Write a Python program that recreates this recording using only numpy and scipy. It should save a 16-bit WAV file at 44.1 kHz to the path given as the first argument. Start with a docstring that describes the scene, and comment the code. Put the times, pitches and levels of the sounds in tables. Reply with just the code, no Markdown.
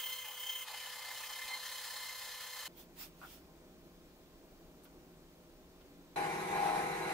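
"""A band saw bites through wood, heard from three views in turn: a rough stack of tooth tones over motor hum.
Then comes a quiet shop with droning machines and hiss, where a hand brushes and knocks a wooden block.
Last a lathe runs close by, its bearings and belt droning while the cut swells twice.
Periodic forces are sums of wavering sines, friction is coloured noise, and struck bodies are resonators
driven by short bursts; sum and difference signals spread each source over two microphones."""
import sys
import numpy as np
from scipy import signal
from scipy.fft import rfft, irfft, next_fast_len
from scipy.io import wavfile
from scipy.ndimage import uniform_filter1d, map_coordinates

SR = 44100
rng = np.random.default_rng(int(sys.argv[2]) if len(sys.argv) > 2 else 0)


def store_pcm(level_fs):
    """Save levels as 16-bit WAV."""
    pcm = np.round(np.clip(level_fs, -1, 1) * 32767).astype(np.int16)
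    wavfile.write(sys.argv[1], SR, np.atleast_2d(pcm).T)


N = 314433  # samples

# starts of the second saw view, third saw view, quiet shop and lathe: (time [s])
STARTS = [.647, 1.6, 2.679, 6.1598]
# saw layers: name: (level in view 1 [dB], in view 2 [dB], in view 3 [dB], response to the feed [dB per dB])
SAW_LAYERS = {"second order": (-62, -61, -61.5, 0.4), "third order": (-49, -64, -64.5, 1.3),
              "fourth order": (-68.5, -64, -58, .5), "frame": (-62, -54.5, -59.5, 0.26),
              "blade": (-65, -60.5, -61, -0.2), "sizzle": (-46, -63, -68, 1.3),
              "sawdust": (-46.5, -48, -47.5, 0.74), "ring": (-77, -69, -65.5, .5)}
# pressure of the wood on the blade: (time [s], level [dB])
FEED_PRESSURE = [(0, -1.5), (.14, 0.5), (.22, -3.5), (.31, -6), (.45, -1.5), (.62, -1), (.7, -1.5),
                 (1.0, -0.5), (1.55, 1.5), (1.95, 2), (2.4, -1), (2.62, 0)]


def amp(db):
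    """Level to amplitude: 20 dB is a factor of ten."""
    return 10 ** (np.asarray(db) / 20)


def unit(x):
    """Normalization to an rms of 1, so that a later gain alone sets the level."""
    return x / np.sqrt(np.mean(x ** 2) + 1e-20)


def along(points, hz):
    """Interpolation of (frequency, value) points on a logarithmic frequency axis."""
    f, v = np.transpose(points)
    return np.interp(np.log(hz + 1), np.log(f + 1), v)


def curves(rows):
    """Linear interpolation in time: one curve for each column after the time."""
    s, *columns = np.transpose(rows)
    return [np.interp(np.arange(N) / SR, s, column) for column in columns]


def wobble(rate):
    """Slow random modulation: straight lines between normal random knots, rate of them a second."""
    knots = rng.standard_normal(int(N * rate / SR) + 4)
    return map_coordinates(knots, [np.arange(N) * rate / SR], order=1)


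def bump(s, half):
    """Gaussian time window of height 1 around s, down to 1/e at half seconds away."""
    return np.exp(-((np.arange(N) / SR - s) / half) ** 2)


def between(start, end):
    """Time gate: 1 from start to end, with a linear 2 ms ramp across each edge."""
    t = np.arange(N) / SR
    return np.clip(np.minimum(t - start, end - t) * 500 + .5, 0, 1)


def by_view(values):
    """Stepwise setting: one value for each saw view, the last held to the end."""
    return np.asarray(values)[np.searchsorted(STARTS[:2], np.arange(N) / SR)]


def filtered(x, response):
    """Linear filtering: the spectrum is multiplied by a complex response of frequency."""
    m = next_fast_len(N + 8192)  # padding keeps tails from wrapping round
    return irfft(rfft(x, m) * response(np.fft.rfftfreq(m, 1 / SR)), m)[..., :N]


def ringing(modes):
    """Modal superposition: damped resonators (centre Hz, width Hz, dB) add with alternating sign."""
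    def response(f):
        total = 0
        for k, (centre, width, db) in enumerate(modes):
            damping = 1j * f * width
            total = total + (-1) ** k * amp(db) * damping / (centre * centre - f * f + damping)
        return total
    return response


def colour(spectrum):
    """Spectral shaping: a zero-phase response through (Hz, dB) points."""
    return lambda hz: amp(along(spectrum, hz))


def noise(response, patchy_db):
    """Broadband friction: two independent noises with shared random gain patches, filtered, joint rms 1."""
    z = signal.stft(rng.standard_normal((2, N)), nperseg=512)[2]
    field = rng.standard_normal(z.shape[1:])
    field = uniform_filter1d(field, size=5, axis=0)  # patches span neighbouring frequencies
    field = uniform_filter1d(field, size=8, axis=1)  # and neighbouring moments
    patchy = signal.istft(z * amp(patchy_db * unit(field)), nperseg=512)[1][:, :N]
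    return unit(filtered(patchy, response))


def tone(phase):
    """Quadrature pair: a sine of rms 1 and its quarter-turned twin."""
    return np.sqrt(2) * np.array([np.sin(phase), np.cos(phase)])


def hum(lines, waver_db, drift, rate):
    """Rotating machinery as partials (Hz, dB) whose level and phase (drift, radians) wander."""
    turn = 2 * np.pi * np.arange(N) / SR
    total = 0
    for hz, db in lines:
        gain = amp(db + waver_db * wobble(rate))
        phase = hz * turn + drift * wobble(rate) + 2 * np.pi * rng.random()
        total = total + gain * tone(phase)
    return total


def stereo(pair, alike, lean, lag_s=0):
    """Interchannel coherence: sum and difference of the pair set likeness, then balance and delay."""
    def mix(hz):
        angle = np.arccos(np.clip(along(alike, hz), -.8, 1)) / 2
        return np.array([1 + 0 * hz, np.tan(angle)])

    half = np.array([[.5], [-.5]])  # left and right share the offset equally

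    def offset(hz):
        return amp(along(lean, hz) * half) * np.exp(-2j * np.pi * hz * lag_s * half)

    mid, side = filtered(pair, mix)
    return filtered(np.array([mid + side, mid - side]), offset)


def strokes():
    """Sliding friction follows hand speed: rub and dust gains swell, peak roundly and fade."""
    # strokes over wood: (peak time [s], rise [s], fall [s], rub level [dB], dust level [dB])
    stroke_rows = [(2.8, 0.055, .06, -61.5, -61), (3.018, 0.06, 0.074, -52.5, -54.5),
                   (3.325, 0.17, .1, -61, -61.5)]
    span_db = 20  # level change over one rise or fall time
    t = np.arange(N) / SR
    total = 0
    for s, rise, fall, rub_db, dust_db in stroke_rows:
        distance = (t - s) / np.where(t < s, rise, fall)
        total = total + amp([[rub_db], [dust_db]] - span_db * distance ** 2)
    return total


def puff(s, db, t60):
    """Exponential decay: a noise burst from s that falls 60 dB in t60, cut off after 0.25 s."""
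    out, t = np.zeros((2, N)), np.arange(SR // 4) / SR
    out[:, round(s * SR):][:, :len(t)] = amp(db - 60 * t / t60) * rng.standard_normal((2, len(t)))
    return out


def contacts():
    """Impact excitation: knocks ring the block's modes; metal ticks ring broad, bright resonances."""
    # modes of the wooden block: (frequency [Hz], width [Hz], relative level [dB])
    block = [(760, 110, -3.5), (1200, 140, -1), (1440, 89, 2.5), (2540, 700, -18)]
    # knocks: (time [s], excitation level before the block [dB], 60 dB decay time of the excitation [s])
    knock_rows = [(3.2148, -43.5, 0.04), (3.224, -42.5, 0.036), (3.230, -42, 0.036), (3.236, -41, .03),
                  (3.247, -45.5, .04), (3.253, -49, 0.12), (4.853, -60, .2), (5.81, -65, 0.15)]
    # ticks: (time [s], excitation level [dB], centre frequency [Hz], 60 dB decay time of the excitation [s])
    tick_rows = [(4.836, -55, 9000, .02), (4.843, -53.5, 15000, .06), (4.853, -55.5, 3000, 0.096),
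                 (5.81, -57.5, 3000, 0.11)]
    blows = sum(puff(*row) for row in knock_rows)
    for s, db, _ in knock_rows:
        blows[:, round(s * SR)] += amp(db + 14.5)  # one firm push leads each knock
    total = filtered(blows, lambda hz: amp(10) * ringing(block)(hz))
    for s, db, hz, t60 in tick_rows:
        total = total + filtered(puff(s, db, t60), ringing([(hz, 0.38 * hz, 0)]))
    return total


def shop():
    """Diffuse background: distant machines drone under microphone hiss while a hand works the block."""
    # broadband drone: (frequency [Hz], relative density [dB per Hz])
    drone_colour = [(15, -30), (25, 2.5), (67, -8), (117, -15.5), (156, -3), (200, -7), (344, -5),
                    (556, -14), (636, -9.5), (728, -17.5), (802, -16), (2500, -33), (3250, -55),
                    (5500, -120)]
    # tones of the distant machines: (frequency [Hz], relative level [dB])
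    drone_tones = [(64.6, -73.5), (172.3, -71), (279.9, -71), (339.1, -71), (371.4, -71.5), (500.6, -75.5),
                   (624.5, -79), (780.6, -82), (1050, -83), (2370, -90.5)]
    # microphone hiss: (frequency [Hz], relative density [dB per Hz])
    hiss_colour = [(710, -27), (1200, -6.5), (2360, -7.5), (3330, -7), (6220, -10.5), (9570, -15),
                   (13500, -13.5), (14900, -9), (15700, -10.5)]
    # skin rubbing over wood: (frequency [Hz], relative density [dB per Hz])
    skin = [(410, -41), (700, -7), (762, -6), (1730, -9), (3200, -4.5), (4590, -7.5), (5250, -7),
            (6520, -10), (12500, -12), (16200, -41), (22000, -120)]
    # likeness of the two microphones: (frequency [Hz], left-right correlation [-1 to 1])
    shop_alike = [(60, 0.81), (150, 0.99), (380, 0.96), (950, 0.7), (2380, 0.36), (5980, 0.21),
                  (15000, 0.18)]
    drone_db, hiss_db = -60.5, -69
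    left_lag_s = .00014  # the left microphone hears the shop this much later

    rub, fine = strokes()
    drone_noise = amp(-0.5) * noise(colour(drone_colour), patchy_db=0.5)
    drone = drone_noise + amp(-5) * unit(hum(drone_tones, waver_db=3.0, drift=0.95, rate=12))
    hiss = amp(hiss_db) * noise(colour(hiss_colour), patchy_db=1.0)
    dust = ringing([(14900, 3000, 0)])
    brush = rub * noise(colour(skin), patchy_db=2.0)
    brush = brush + fine * noise(lambda hz: dust(hz) ** 2, patchy_db=4.0)
    swell = amp(drone_db + .6 * wobble(3))
    room = stereo(swell * drone + hiss, shop_alike, [(500, 0.069)], left_lag_s)
    hand_alike = [(640, 0.67), (1400, .2), (12000, .05)]
    hand_lean = [(4400, -0.5), (9000, -0.5), (15000, -8.5)]
    return room + stereo(brush + contacts(), hand_alike, hand_lean)


def lathe():
    """Forced vibration: spindle tones and bed rumble, while the cut drives tones near 800 Hz and shavings."""
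    # level of the cut: (time [s], level [dB])
    press = [(6.16, -38), (6.29, -42.5), (6.35, -47), (6.47, -50.5), (6.52, -41), (6.66, -36), (6.8, -39),
             (6.97, -49.5), (7.13, -42.5)]
    # headstock tones: (frequency [Hz], relative level [dB])
    headstock = [(155, -56.5), (170, -56.5), (195, -57.5), (322, -58), (340, -55), (364, -54), (379, -52),
                 (418, -55.5), (456, -56.5), (475, -58.5), (499.4, -53.5)]
    # tones driven by the cut: (frequency [Hz], relative level [dB])
    chatter = [(637, -52), (714.6, -52), (753, -47.5), (790.5, -47.5), (819.5, -41), (924.6, -51.5),
               (1039, -55.5), (1075, -67), (1110, -63), (1172, -79)]
    # bearing tones: (frequency [Hz], relative level [dB])
    bearing_tones = [(1292, -62), (1448, -62), (1658, -61), (1841, -63), (1992, -62), (2024, -62),
                     (2089, -64), (2126, -62), (2169, -62), (2207, -62), (2261, -67), (2353, -58),
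                     (2552, -68), (2719, -72)]
    # rumble of the bed: (frequency [Hz], relative density [dB per Hz])
    bed_colour = [(12, -46), (20, -10), (102, -9.5), (173, -4), (248, -8.5), (368, 0.5), (492, -7),
                  (555, -13), (795, 3), (882, -13), (1060, -2.5), (1200, -18), (1560, -46), (2640, -120)]
    # noise of the shavings: (frequency [Hz], relative density [dB per Hz])
    shavings_colour = [(530, -24), (900, -1), (1360, -13.5), (1430, -6.5), (1740, -9), (2270, -9.5),
                       (3320, -21.5), (3900, -16.5), (4910, -24), (6480, -23), (7530, -28), (8640, -22),
                       (9590, -27.5), (11000, -22.5), (14200, -42)]
    # likeness of the two microphones: (frequency [Hz], left-right correlation [-1 to 1])
    lathe_alike = [(60, 0.76), (120, 1), (240, 0.89), (480, 0.58), (950, 0.097), (1890, 0.05), (3770, 0.11),
                   (7520, -0.029), (15000, -0.04)]
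    # balance: (frequency [Hz], left minus right [dB])
    lathe_lean = [(60, -.5), (240, -0.5), (520, -1), (640, -1), (820, 5), (1100, -0.5), (1890, -1),
                  (3770, .1), (7520, -3.5), (14000, 13)]
    head_db, bed_db, scrape_db, whine_db = -46, -46, -45.5, -64.5
    bed_grows, scrape_grows, whine_grows = 0.24, .2, .15  # dB per dB of the cut
    whine_hz, top_hz = 4000, 14250

    cut_db, = curves(press)
    swing_db = cut_db - np.mean(press, axis=0)[1]
    head = amp(head_db) * unit(hum(headstock, waver_db=1.5, drift=0.43, rate=7))
    cut = amp(cut_db) * unit(hum(chatter, waver_db=1.2, drift=.25, rate=8))
    bed = amp(bed_db + bed_grows * swing_db) * noise(colour(bed_colour), patchy_db=0.0)
    bearing = amp(-4.0) * unit(hum(bearing_tones, waver_db=5, drift=1.14, rate=16))
    shavings = amp(0.69 * wobble(60)) * noise(colour(shavings_colour), patchy_db=1.5)
    turn = 2 * np.pi * whine_hz * np.arange(N) / SR
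    whine_gain = amp(whine_db + whine_grows * swing_db + 4.1 * wobble(30))
    whine = whine_gain * tone(turn + 0.83 * wobble(50))  # a thin wavering note
    scrape = amp(scrape_db + scrape_grows * swing_db) * (bearing + shavings)
    both = stereo(whine + head + cut + bed + scrape, lathe_alike, lathe_lean)
    return filtered(both, lambda hz: hz < top_hz)


def saw_level(layer):
    """Additive gains in dB: a layer's level in each view, its response to the feed and its flares."""
    # moments when one layer sings out: (layer name, time [s], half length [s], rise [dB])
    flare_rows = [("second order", .14, .08, 7.6), ("second order", .62, 0.035, 8.7),
                  ("second order", 0.77, 0.04, 5), ("second order", 1.09, 0.11, 6.5),
                  ("second order", 1.42, 0.064, 8.6), ("second order", 1.535, 0.032, 16.6),
                  ("second order", 2.09, 0.1, 6.3), ("second order", 2.54, .05, 6.9),
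                  ("third order", .51, 0.066, 6), ("third order", 0.8, 0.06, 6.8),
                  ("third order", 1.326, 0.12, 7), ("third order", 1.55, .05, 6.8),
                  ("third order", 1.66, 0.02, 10), ("third order", 2.54, .1, 4.8),
                  ("fourth order", 0.16, .07, 12.6), ("fourth order", 1.546, 0.081, 10.4),
                  ("frame", 0.314, 0.062, 9.2), ("frame", 0.72, 0.057, 4.7), ("frame", 1.48, 0.029, 5.4),
                  ("frame", 2.67, 0.016, 10.5), ("blade", 0.9, 0.1, 4.2), ("blade", 1.4, 0.027, 4.7),
                  ("blade", 2.25, 0.2, 3.2), ("sizzle", 1.25, .1, 6), ("sizzle", 1.55, .08, 4)]
    *view_db, follows = SAW_LAYERS[layer]
    flares = sum(db * bump(s, half) for name, s, half, db in flare_rows if name == layer)
    return by_view(view_db) + follows * curves(FEED_PRESSURE)[0] + flares


def saw_beat():
    """Periodic modulation: the turning wheel shakes the blade most at twice its turning rate."""
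    wheel_hz = 16.2  # mean rate
    wheel = 2 * np.pi * np.cumsum(wheel_hz + .3 * wobble(4)) / SR
    return np.sin(2 * wheel) + 0.33 * np.sin(wheel + 0.15) + 0.28 * np.sin(3 * wheel + 1.0)


def saw_teeth(db, beat):
    """Harmonic series: passing teeth give multiples of their rate; uneven set blurs high orders most."""
    # mean passing rate in each saw view: (rate [teeth per second])
    tooth_rate = [1040, 1038, 1037.8]
    # depth of the wheel's pulse on the tooth tones in each saw view: (depth [dB])
    pulse_depth = [3.5, 3, 2.5]
    # orders with the same base level in every view: (multiple of the tooth rate, level before the feed [dB])
    steady_orders = [(1, -65), (5, -68), (7, -65.5), (8, -69.5), (10, -70), (11, -72)]
    phase = 2 * np.pi * np.cumsum(by_view(tooth_rate)) / SR + .12 * beat
    phase = phase + .17 * wobble(200) + .03 * wobble(900) + .2 * wobble(30)  # late and early teeth
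    pulse_db = by_view(pulse_depth) * beat

    def order(k):
        return amp(pulse_db + 2.5 * wobble(70)) * tone(k * phase + .4 * wobble(110))

    teeth = amp(db["second order"]) * order(2)
    teeth += amp(db["third order"]) * order(3)
    teeth += amp(db["fourth order"]) * order(4)
    teeth += amp(0.54 * db["third order"] - 35) * order(6)  # the squeal drags its octave along
    steady = sum(amp(level) * order(k) for k, level in steady_orders)
    return teeth + amp(1.3 * curves(FEED_PRESSURE)[0]) * steady


def saw_body(db, beat):
    """Resonance and modulation: noise rings the frame and blade; a blade tone pulses with the wheel."""
    # resonances of the frame: (frequency [Hz], width [Hz], relative level [dB])
    frame_modes = [(845, 80, 2), (1010, 116, -3), (1184, 153, -3), (2514, 220, -4.5), (2670, 190, -6),
                   (3035, 81, 3), (3760, 470, -11.5), (4156, 80, -5)]
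    # lower wheel-rate sideband of the blade tone, then the tone: (frequency [Hz], relative level [dB])
    blade_lines = [(1737, -5.5), (1768, -4.5)]
    # high narrow ring of the blade: (frequency [Hz], width [Hz], relative level [dB])
    high_ring = [(12400, 100, 0)]
    frame = amp(db["frame"]) * noise(ringing(frame_modes), patchy_db=3.5)
    blade = unit(amp(5.5 * beat) * hum(blade_lines, waver_db=2, drift=.5, rate=20))
    ring = amp(db["ring"]) * noise(lambda hz: ringing(high_ring)(hz) ** 2, patchy_db=3.0)
    return frame + amp(db["blade"]) * blade + ring


def saw_kerf(db):
    """Turbulent cutting noise: sawdust and a high sizzle, with narrow bands kept dark."""
    # cutting noise in the first view: (frequency [Hz], relative density [dB per Hz])
    near_colour = [(15, -56), (25, -19.5), (413, -31.5), (498, -19.5), (688, -19.5), (1000, -14),
                   (1770, -15), (1920, -20), (2080, -4), (2320, -20), (3120, -1), (3860, -16),
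                   (12700, -15.5), (15700, -19.5)]
    # cutting noise in the later views: (frequency [Hz], relative density [dB per Hz])
    far_colour = [(15, -45), (25, -11), (179, -22.5), (391, -26), (498, -13.5), (688, -14), (1000, -6),
                  (1590, -10.5), (1770, -2), (2140, -6), (2320, -15), (3120, -3.5), (7790, -11.5),
                  (15700, -12.5)]
    # high sizzle: (frequency [Hz], relative density [dB per Hz])
    sizzle_colour = [(9000, -120), (10000, -37), (12300, -28), (12900, -8), (13600, -9), (14800, 0),
                     (15700, -5.5)]
    # dark bands: (centre [Hz], half width to 1/e of the dip in dB [Hz], gain [dB])
    dark_bands = [(1100, 40, -8), (2800, 80, -6), (3500, 200, -3), (5530, 150, -5), (6000, 200, -4),
                  (7800, 400, -5), (8900, 400, -3), (10750, 300, -5), (12000, 250, -5), (12900, 280, -10),
                  (14200, 220, -5)]
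    near = between(-1, STARTS[0])
    kerf = near * noise(colour(near_colour), patchy_db=1.5)
    kerf = kerf + (1 - near) * noise(colour(far_colour), patchy_db=1.5)
    flicker_db = 2.5 * wobble(45) + 1.5 * wobble(1500)
    sizzle = amp(db["sizzle"] + flicker_db) * noise(colour(sizzle_colour), patchy_db=0.7)

    def hollow(hz):
        return amp(sum(level * np.exp(-((hz - c) / w) ** 2) for c, w, level in dark_bands))

    return filtered(amp(db["sawdust"]) * kerf + sizzle, hollow)


def saw():
    """Amplitude modulation: wheel-shaken cutting sounds stand over a steadier motor hum."""
    # motor tones: (frequency [Hz], level before stereo [dB rms])
    motor_tones = [(100, -83.5), (185, -82.5), (265, -85.5), (499.3, -69), (560, -77.5), (602, -75.5),
                   (998.8, -66), (1497, -77), (2497, -69.5)]
    # likeness of the two microphones: (frequency [Hz], left-right correlation [-1 to 1])
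    saw_alike = [(60, 0.66), (150, 0.84), (380, 0.9), (950, 0.97), (2380, 0.99), (5980, 0.39),
                 (15000, 0.01)]
    # balance: (frequency [Hz], left minus right [dB])
    saw_lean = [(60, -1.0), (180, 0.5), (550, 0.42), (1650, -0.39), (4970, 1.0), (15000, -0.28)]
    # brief dips of the cutting sounds as the second and third views begin: (gain [dB])
    join_dips = [-7.5, -2.5]
    join_s = 0.015  # half length of a dip

    db = {layer: saw_level(layer) for layer in SAW_LAYERS}
    beat = saw_beat()
    teeth = saw_teeth(db, beat)
    jolts = amp(1.02 * beat + 0.6 * wobble(39.64))
    cutting = teeth + jolts * (saw_body(db, beat) + saw_kerf(db))
    motor = hum(motor_tones, waver_db=0.8, drift=0.39, rate=7.23)
    joins = amp(sum(dip * bump(s + join_s / 2, join_s) for s, dip in zip(STARTS, join_dips)))
    return stereo(joins * cutting + motor, saw_alike, saw_lean)


def scene():
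    """Succession in time: saw, shop and lathe follow one another with 2 ms crossings."""
    total = between(-1, STARTS[2]) * saw()
    total = total + between(STARTS[2], STARTS[3]) * shop()
    return total + between(STARTS[3], 9) * lathe()


def record(dry):
    """Band limitation: an ideal low-pass keeps only what lies below 15720 Hz."""
    return filtered(dry, lambda hz: hz < 15720)


dry = scene()
out = record(dry)
store_pcm(out)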